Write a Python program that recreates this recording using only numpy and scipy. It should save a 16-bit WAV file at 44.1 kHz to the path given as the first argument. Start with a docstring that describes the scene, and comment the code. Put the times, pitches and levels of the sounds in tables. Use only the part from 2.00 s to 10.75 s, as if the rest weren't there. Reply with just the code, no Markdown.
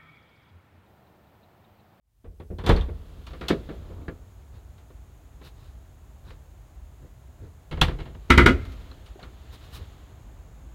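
"""Two steel rear doors of a camper van are opened from outside, heard in the furnished cargo bay.
The left unlatches and swings over its hinge check; footsteps knock lightly; the right unbolts, swings out
and bangs three times on its stop. Each impact excites damped modes and booms in the cabin; a harder
contact is brighter. Friction sounds at the hinge pins, shoes and sleeves. Distant rumble, air and a
high hiss gain power as the open area of the doorway grows."""
import sys
import numpy as np
from scipy import signal
from scipy.fft import rfft, irfft, next_fast_len
from scipy.io import wavfile
from scipy.ndimage import uniform_filter1d

SR = 44100
rng = np.random.default_rng(int(sys.argv[2]) if len(sys.argv) > 2 else 0)


def transcribe(u):
    """Save the signal u as a 16-bit wav file named by the first command-line argument.

    u: samples, shape (n,) or (channels, n), limited to [-1, 1]; the rate is SR.
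    q: integer samples, one column per channel.
    """
    v = np.clip(np.atleast_2d(u).T, -1, 1)
    q = np.round(v * 32767).astype(np.int16)
    wavfile.write(sys.argv[1], SR, q)


N = 385683
BLOW_SIZE = int(.7 * SR)
TIME = np.arange(N) / SR
BLOW_TIME = TIME[:BLOW_SIZE]
CUTOFF_HZ = 15900

# Bands of an impact, named boom, panel, clang, ring and tick:
# low f/Hz, high f/Hz, rise/s, base T60/s, crack weight, base power share of clear modes, tail level/dB
BANDS = [(24.9, 130, 0.007, 0.49, 1, .75, -18.5), (130, 700, .002, 0.26, 0, 0.29, -24),
         (740, 2600, 0.0077, 0.16, 1.26, 0.16, -32), (2632, 4910, 0.0022, 0.18, 0.33, 0.1, -36),
         (5000, CUTOFF_HZ, 0.0019, 0.17, 0.75, 0, -28)]
# Impacts: t/s, level/dB, tilt/(dB per octave), damping factor
LEFT_LATCH_HITS = [(.241, -56.5, -3.5, 1), (.397, -52, -1.6, 1.55), (.501, -61.5, -9, 1.1),
                   (.583, -46, 0.8, 1), (.636, -42.5, -0.4, 0.4), (.661, -31, 3.2, 0.62),
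                   (.69, -23.5, 0.1, 1.21), (.762, -40, 1, 0.9), (.81, -48.5, 1.9, 0.92),
                   (.883, -54, -4, 1.5)]
KNOCK_HITS = [(1.265, -51, 4, 1.4), (1.304, -57, 1, 1.5), (1.331, -50, -0.8, 1.3), (1.409, -42, -.3, 0.76),
              (1.899, -62.5, -6, 1.2), (2.01, -65.5, -3.5, 2.6), (2.08, -47, -4, 1.8), (2.778, -67, 4, 1),
              (2.901, -65, -3, 3.2), (3.412, -58.5, -1.5, 1.5), (4.302, -55.5, 1.5, 1.8),
              (6.65, -57, 4.5, 2.2), (6.719, -65, 7.5, 1.8), (6.911, -57.5, .5, 2.8), (7.059, -60, 5.5, 1),
              (7.192, -55.5, 0.8, 0.47), (7.227, -50.5, 1, 1.4)]
CHECK_HITS = [(1.482, -37, 7, 1.5), (1.5, -31, -2.5, 1.57), (1.687, -48.5, -3, 0.96)]
RIGHT_LATCH_HITS = [(5.71, -45, 0.1, 0.9), (5.723, -46.5, -2, 1.6), (5.771, -48, -3, 0.7),
                    (5.812, -22.5, 2.47, 1.4), (5.879, -40, -1.5, 0.96), (5.986, -50.5, -1, 1.7),
                    (5.999, -49, -0.5, 0.87), (6.054, -53.5, -1.5, 0.69), (6.146, -58, -2, 3)]
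STOP_HITS = [(6.301, -14.5, 0.14, 1.14), (6.375, -14.5, -0.5, 0.98), (6.459, -14.5, 0, 1.16)]
# Weighting of each source's contacts: level/dB in each of the five bands
LEFT_BAND_DB = (9, 6, -0.5, -10, -25)
KNOCK_BAND_DB = (-1, 2.5, -1, -8.5, -24)
CHECK_BAND_DB = (-14, 6, -1, -6.5, -25)
SCUFF_BAND_DB = (16.5, 7.5, 2, 0, -11.5)
RIGHT_BAND_DB = (8, 6, -.5, -4.5, -20.5)
STOP_BAND_DB = (-1, -2, 0, -10.5, -22)
# Normal modes excited by each kind of impact: f/Hz, relative level/dB
LEFT_PARTIALS = [(57, -1.5), (44.1, -2.5), (85, 6), (127.7, -22), (171, 4.5), (241.4, -6.5), (361, 1),
                 (422, -1), (552, -6.5), (701, 3), (906, -13.5), (990, -8), (1145, -6), (1750, -29),
                 (3500, -14), (4270, -25)]
KNOCK_PARTIALS = [(55, -22), (82, -27), (150, -16), (177, -7), (323, -2), (383, -1), (445, -1.5),
                  (511, 0.5), (665, -5), (770, -13), (1174, -6), (1334, -30.5), (1720, -24), (2250, -11.5),
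                  (2900, -27), (3650, -28), (4250, -36)]
RIGHT_PARTIALS = [(43, -0.5), (57, -4.5), (81, 2), (140, -2.5), (176, -4), (239, -5), (318, -3), (420, -13),
                  (511, -11.5), (958, -15), (1392, -12), (1814, -13), (2169, -11), (2799, 4), (3063, -3.5),
                  (3418, -3.5), (3600, -6), (4200, -7.5)]
STOP_PARTIALS = [(65.9, 7), (46, -2), (79.4, -7), (123.2, -8), (166, -5.5), (216.6, -0.5), (249, 2),
                 (307, -6.5), (346, 0), (385, -6.5), (512.7, -9.5), (944, -4.5), (1215, -6), (1266, -6),
                 (1307, -5.5), (1442, -1), (1624, -11), (1798, -18), (1725, -14), (2025, -0.5), (2170, -9),
                 (2130, -13.5), (2350, -30.5), (2900, -13.5), (3340, -18), (3380, -19.5), (3793, -17)]
# Spectral density of the dense, unresolved modes: f/Hz, relative level/dB
LEFT_SPECTRUM = [(15, -44), (25, -1), (78, 4.5), (113, -20.5), (161, -11), (299, -22), (437, -13.5),
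                 (572, -26), (1010, -29), (2460, -39), (3490, -32), (4690, -43.5), (15800, -61)]
KNOCK_SPECTRUM = [(15, -51), (25, -8), (53, 20), (133, -4.5), (179, -4.5), (255, -8.5), (291, -6),
                  (400, -6), (620, -21.5), (905, -33.5), (981, -28), (1060, -29), (1390, -24.5),
                  (3300, -37), (15800, -59)]
RIGHT_SPECTRUM = [(15, -26.5), (25, -3.5), (86, -11), (261, -25.5), (425, -16.5), (557, -29), (729, -21.5),
                  (1060, -21.5), (1430, -25.5), (1590, -27.5), (2150, -27), (2520, -33), (3390, -37.5),
                  (5820, -51.5), (15800, -64.5)]
STOP_SPECTRUM = [(15, -46), (25, -14), (64, -2), (179, -13.5), (255, -10), (284, -14), (361, -7.5),
                 (604, -22), (929, -24.5), (1120, -18), (1430, -17), (2090, -17), (2590, -21), (3680, -31),
                 (15800, -58)]
# Spectral density of the outdoor and handling noises: f/Hz, relative level/dB
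OUTDOOR_SPECTRUM = [(12, -43.5), (20, -11.5), (37, -3), (59, 3.5), (126, -12), (209, -24.5), (247, -22.5),
                    (554, -30), (620, -26.5), (2650, -43.5), (3700, -45.5), (5030, -52), (6650, -44.5),
                    (8090, -54.5), (15800, -55)]
HISS_SPECTRUM = [(5000, -24), (6000, -11), (6450, 0), (7250, -1.5), (7900, -11.5), (9500, -25.5)]
RUB_SPECTRUM = [(400, -12), (1200, -1.5), (2400, -5.5), (3300, -1.5), (4200, -5.5), (5200, -14.5),
                (9000, -24.5), (15000, -19.5)]
SHUDDER_SPECTRUM = [(30, -4.5), (60, 3), (130, -14.5), (220, -19), (450, -24.5), (900, -34.5)]
SCUFF_SPECTRUM = [(15, -28), (25, -9.5), (80, 1.5), (299, -10), (461, -7.5), (769, -26), (1120, -26),
                  (1820, -30), (3680, -60), (5670, -45.5), (15800, -45)]
# Peaks and dips on those spectra: f/Hz, width/Hz, gain/dB
RUB_PEAKS = [(520, 16, 19.5), (3600, 400, 0)]
KNOCK_PEAKS = [(164.4, 20, 5.5), (710, 1000, 8.5), (1710, 180, 0.85), (3800, 1000, 4.1)]
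SCUFF_PEAKS = [(297, 41, 2), (716, 120, -4), (3740, 700, 16), (4120, 450, 4)]
RIGHT_PEAKS = [(148, 42, 9.9), (3300, 440, 1.7), (3970, 650, 3.5)]
STOP_PEAKS = [(267, 26, 14), (366, 70, -2.5), (680, 56, 4), (966, 36, 9.5), (1350, 150, 11), (2140, 250, 7),
              (2680, 170, -6)]
# Each door uncovering its half of the doorway: t/s, duration/s
DOOR_OPENINGS = [(.75, 1.3), (5.9, 1.8)]
# Ringing of small loose fittings: t/s, f/Hz, level/dB
FITTING_PINGS = [(.763, 4200, -47.5), (.811, 3500, -49), (1.483, 4280, -49), (2.082, 1674, -47),
                 (5.816, 3367, -23.5), (6.913, 4200, -60), (7.158, 378, -51.5), (7.192, 697, -53.5),
                 (7.228, 3980, -57)]
# Pushes that swing a door: t/s, half length/s, rub level/dB, shudder level/dB
DOOR_PUSHES = [(1.01, 0.27, -69, -44), (1.548, 0.42, -60.5, -44), (1.965, 0.2, -79, -39.5),
               (6.646, .4, -57.5, -41.5), (7.701, 0.42, -60, -50)]
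# Contacts of shoes, sleeves and hands: t/s, half length/s, level/dB, tilt/(dB per octave)
SOFT_CONTACTS = [(2.566, 0.026, -67, -1.3), (3.463, 0.023, -59, 2.8), (3.643, 0.056, -67.5, 1.2),
                 (4.295, .027, -61, -0.2), (5.042, 0.021, -69.5, -5), (5.445, 0.03, -67.5, -5),
                 (7.542, 0.016, -58, 2.9), (7.648, 0.031, -63.5, 2.5), (7.756, 0.02, -53, 4),
                 (7.811, 0.027, -62, -1.1)]


def from_db(db):
    """Amplitude ratio of a level."""
    return 10 ** (np.asarray(db) / 20)


def unit_rms(x, first=None):
    """Normalisation to rms 1, over the whole signal or its first samples."""
    return x / np.sqrt(np.mean(x[:first] ** 2) + 1e-20)


def unit_blow(x):
    """Normalisation to rms 1 over the first 40 ms."""
    return unit_rms(x, first=SR // 25)


def noise(spectrum, low_hz, high_hz, size=N, peaks=()):
    """Spectral shaping of white noise between two steep band edges; rms 1."""
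    padded = next_fast_len(size)
    hz = np.maximum(np.fft.rfftfreq(padded, 1 / SR), 1)
    point_hz, point_db = np.transpose(spectrum)
    db = np.interp(np.log(hz), np.log(point_hz), point_db)
    for centre, width, gain_db in peaks:
        db += gain_db / (1 + (2 * (hz - centre) / width) ** 2)
    edges = 1 / np.sqrt((1 + (low_hz / hz) ** 20) * (1 + (hz / high_hz) ** 20))
    white = rfft(rng.standard_normal(padded))
    return unit_rms(irfft(white * from_db(db) * edges, padded)[:size])


def decay(t60, bend=1):
    """Damping by 60 dB in t60 seconds; a bend above 1 slows the start."""
    return np.exp(-np.log(1000) * (BLOW_TIME / t60) ** bend)


def swell(t, half):
    """Gaussian rise and fall about time t."""
    return np.exp(-np.minimum(((TIME - t) / half) ** 2, 20))


def add(out, t, sound):
    """Superposition of a sound from time t."""
    start = int(t * SR)
    out[start:start + len(sound)] += sound[:N - start]


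def band_gain(k, band_db, level_db, tilt, pivot_hz=1380, flat_below_hz=330):
    """Contact hardness tilts the spectrum about a pivot, setting the amplitude in band k."""
    low, high, *_ = BANDS[k]
    octaves = np.log2(max(np.sqrt(low * high), flat_below_hz) / pivot_hz)
    return from_db(level_db + band_db[k] + tilt * octaves)


def outdoors():
    """Transmission through an aperture: power grows with open area, above a leak past the shut doors."""
    area = sum(np.clip((TIME - t) / duration, 0, 1) for t, duration in DOOR_OPENINGS)
    rumble = from_db(-48) * np.sqrt(area + .28) * noise(OUTDOOR_SPECTRUM, 38, 150)
    air = from_db(-59.5) * np.sqrt(area + .093) * noise(OUTDOOR_SPECTRUM, 140, 4600)
    hiss = from_db(-76) * np.sqrt(area + .03) * noise(HISS_SPECTRUM, 5000, 9500)
    return rumble + air + hiss


def impacts(hits, band_db, partials, spectrum, peaks=(), *, purity, hardness=1, repeat_share=.35):
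    """Free vibration after a blow: clear and dense modes decay together, the boom lasting longest."""
    out = np.zeros(N)
    first_wave = hardness * np.exp(-((BLOW_TIME - .0035) / .0044) ** 2)   # ahead of the reflections
    for k, (low, high, rise, t60, crack, clear, tail_db) in enumerate(BANDS):
        clear = min(clear * purity, .9)
        attack = (1 - np.exp(-(BLOW_TIME / rise) ** 2)) * (1 + crack * first_wave)
        tail = from_db(tail_db) * decay(t60=.77)
        modes = [from_db(db) * np.sin(2 * np.pi * hz * BLOW_TIME)
                 for hz, db in partials if low <= hz < high]
        modes = np.reshape(modes, (-1, BLOW_SIZE))
        ringing = noise(spectrum, low, high, 3 * BLOW_SIZE, peaks)
        for t, level_db, tilt, damping in hits:
            # The contact point shifts, reweighting the modes and renewing part of the dense ringing.
            weights = from_db(2.5 * rng.standard_normal(len(modes)))
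            tones = unit_blow(weights @ modes)
            fresh = ringing[rng.integers(BLOW_SIZE, 2 * BLOW_SIZE):][:BLOW_SIZE]
            repeated = np.sqrt(repeat_share) * ringing[:BLOW_SIZE]
            dense = unit_blow(repeated + np.sqrt(1 - repeat_share) * fresh)
            body = np.sqrt(clear) * tones + np.sqrt(1 - clear) * dense
            # Early reflections sustain the blow before the furnishings absorb it.
            envelope = decay(t60 / damping, bend=1.11)
            blow = unit_blow(attack * (body * envelope + fresh * tail))
            add(out, t, band_gain(k, band_db, level_db, tilt) * blow)
    return out


def left_latch():
    """Impacts of handle and latch excite the modes of the left door."""
    return impacts(LEFT_LATCH_HITS, LEFT_BAND_DB, LEFT_PARTIALS, LEFT_SPECTRUM, purity=.78)


def loose_fittings(spread=.06):
    """Closely spaced modes beat as each fitting rings down."""
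    out = np.zeros(N)
    for t, hz, db in FITTING_PINGS:
        cluster_hz = hz * (1 + spread * rng.standard_normal((6, 1)))
        ring = rng.standard_normal(6) @ np.sin(2 * np.pi * cluster_hz * BLOW_TIME)
        add(out, t, from_db(db) * unit_blow(ring * decay(t60=.06)))
    return out


def door_swing():
    """Friction at the hinge pins and shudder of the panel rise and fall with the door's speed."""
    _, _, rub_db, shudder_db = np.transpose(DOOR_PUSHES)
    speeds = np.array([swell(t, half) for t, half, *_ in DOOR_PUSHES])
    rub = from_db(rub_db) @ speeds * noise(RUB_SPECTRUM, 400, 15000, peaks=RUB_PEAKS)
    shudder = from_db(shudder_db) @ speeds * noise(SHUDDER_SPECTRUM, 23, 1400)
    return rub + shudder


def knocks_and_footsteps():
    """Impact excitation: light knocks and ticks of the doors, and of footsteps between the openings."""
    return impacts(KNOCK_HITS, KNOCK_BAND_DB, KNOCK_PARTIALS, KNOCK_SPECTRUM, KNOCK_PEAKS, purity=.97)


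def check_arm():
    """Impulses drive damped modes as the arm snaps over its notch and settles."""
    return impacts(CHECK_HITS, CHECK_BAND_DB, KNOCK_PARTIALS, KNOCK_SPECTRUM, KNOCK_PEAKS, purity=.69)


def scuffs():
    """Sliding friction of soft contacts: noise swells add in power, with a grain in the upper bands."""
    out = np.zeros(N)
    grain_db = unit_rms(uniform_filter1d(rng.standard_normal(N), size=130))
    grain = unit_rms(from_db(grain_db))
    _, _, level_db, tilt = np.transpose(SOFT_CONTACTS)
    swells = np.array([swell(t, half) for t, half, *_ in SOFT_CONTACTS])
    for k, (low, high, *_) in enumerate(BANDS):
        power = band_gain(k, SCUFF_BAND_DB, level_db, tilt) ** 2 @ swells
        friction = noise(SCUFF_SPECTRUM, low, high, peaks=SCUFF_PEAKS)
        out += np.sqrt(power) * friction * (grain if k > 1 else 1)
    return out


def right_latch():
    """Hard impacts of lever and bolts excite the modes of the right door with a sharper crack."""
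    return impacts(RIGHT_LATCH_HITS, RIGHT_BAND_DB, RIGHT_PARTIALS, RIGHT_SPECTRUM, RIGHT_PEAKS,
                   purity=1.1, hardness=1.6)


def door_stop(pad_lead_s=.005):
    """Rebound of the right door on its stop: a compliant rubber pad touches dully before the steel."""
    steel = impacts(STOP_HITS, STOP_BAND_DB, STOP_PARTIALS, STOP_SPECTRUM, STOP_PEAKS,
                    purity=2.1, hardness=1.6)
    rubber = signal.butter(1, [150, 900], "band", fs=SR, output="sos")
    pad = np.interp(TIME + pad_lead_s, TIME, signal.sosfilt(rubber, steel))
    return steel + from_db(-15.5) * pad


def scene():
    """Linear superposition of all sources in one channel."""
    return (outdoors() + left_latch() + loose_fittings() + door_swing() + knocks_and_footsteps()
            + check_arm() + scuffs() + right_latch() + door_stop())[None]


def record(dry, hiss_db=-69.5, fade_in_s=.56):
    """Microphone self-noise is added; the sum fades in, clips at full scale and is low-pass filtered."""
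    hiss = from_db(hiss_db) * rng.standard_normal(N)
    fade_in = np.clip(TIME / fade_in_s, 0, 1)
    clipped = np.clip((dry + hiss) * fade_in, -1, 1)
    low_pass = signal.ellip(10, .2, 80, CUTOFF_HZ, fs=SR, output="sos")
    return signal.sosfilt(low_pass, clipped)


dry = scene()
out = record(dry)
transcribe(out)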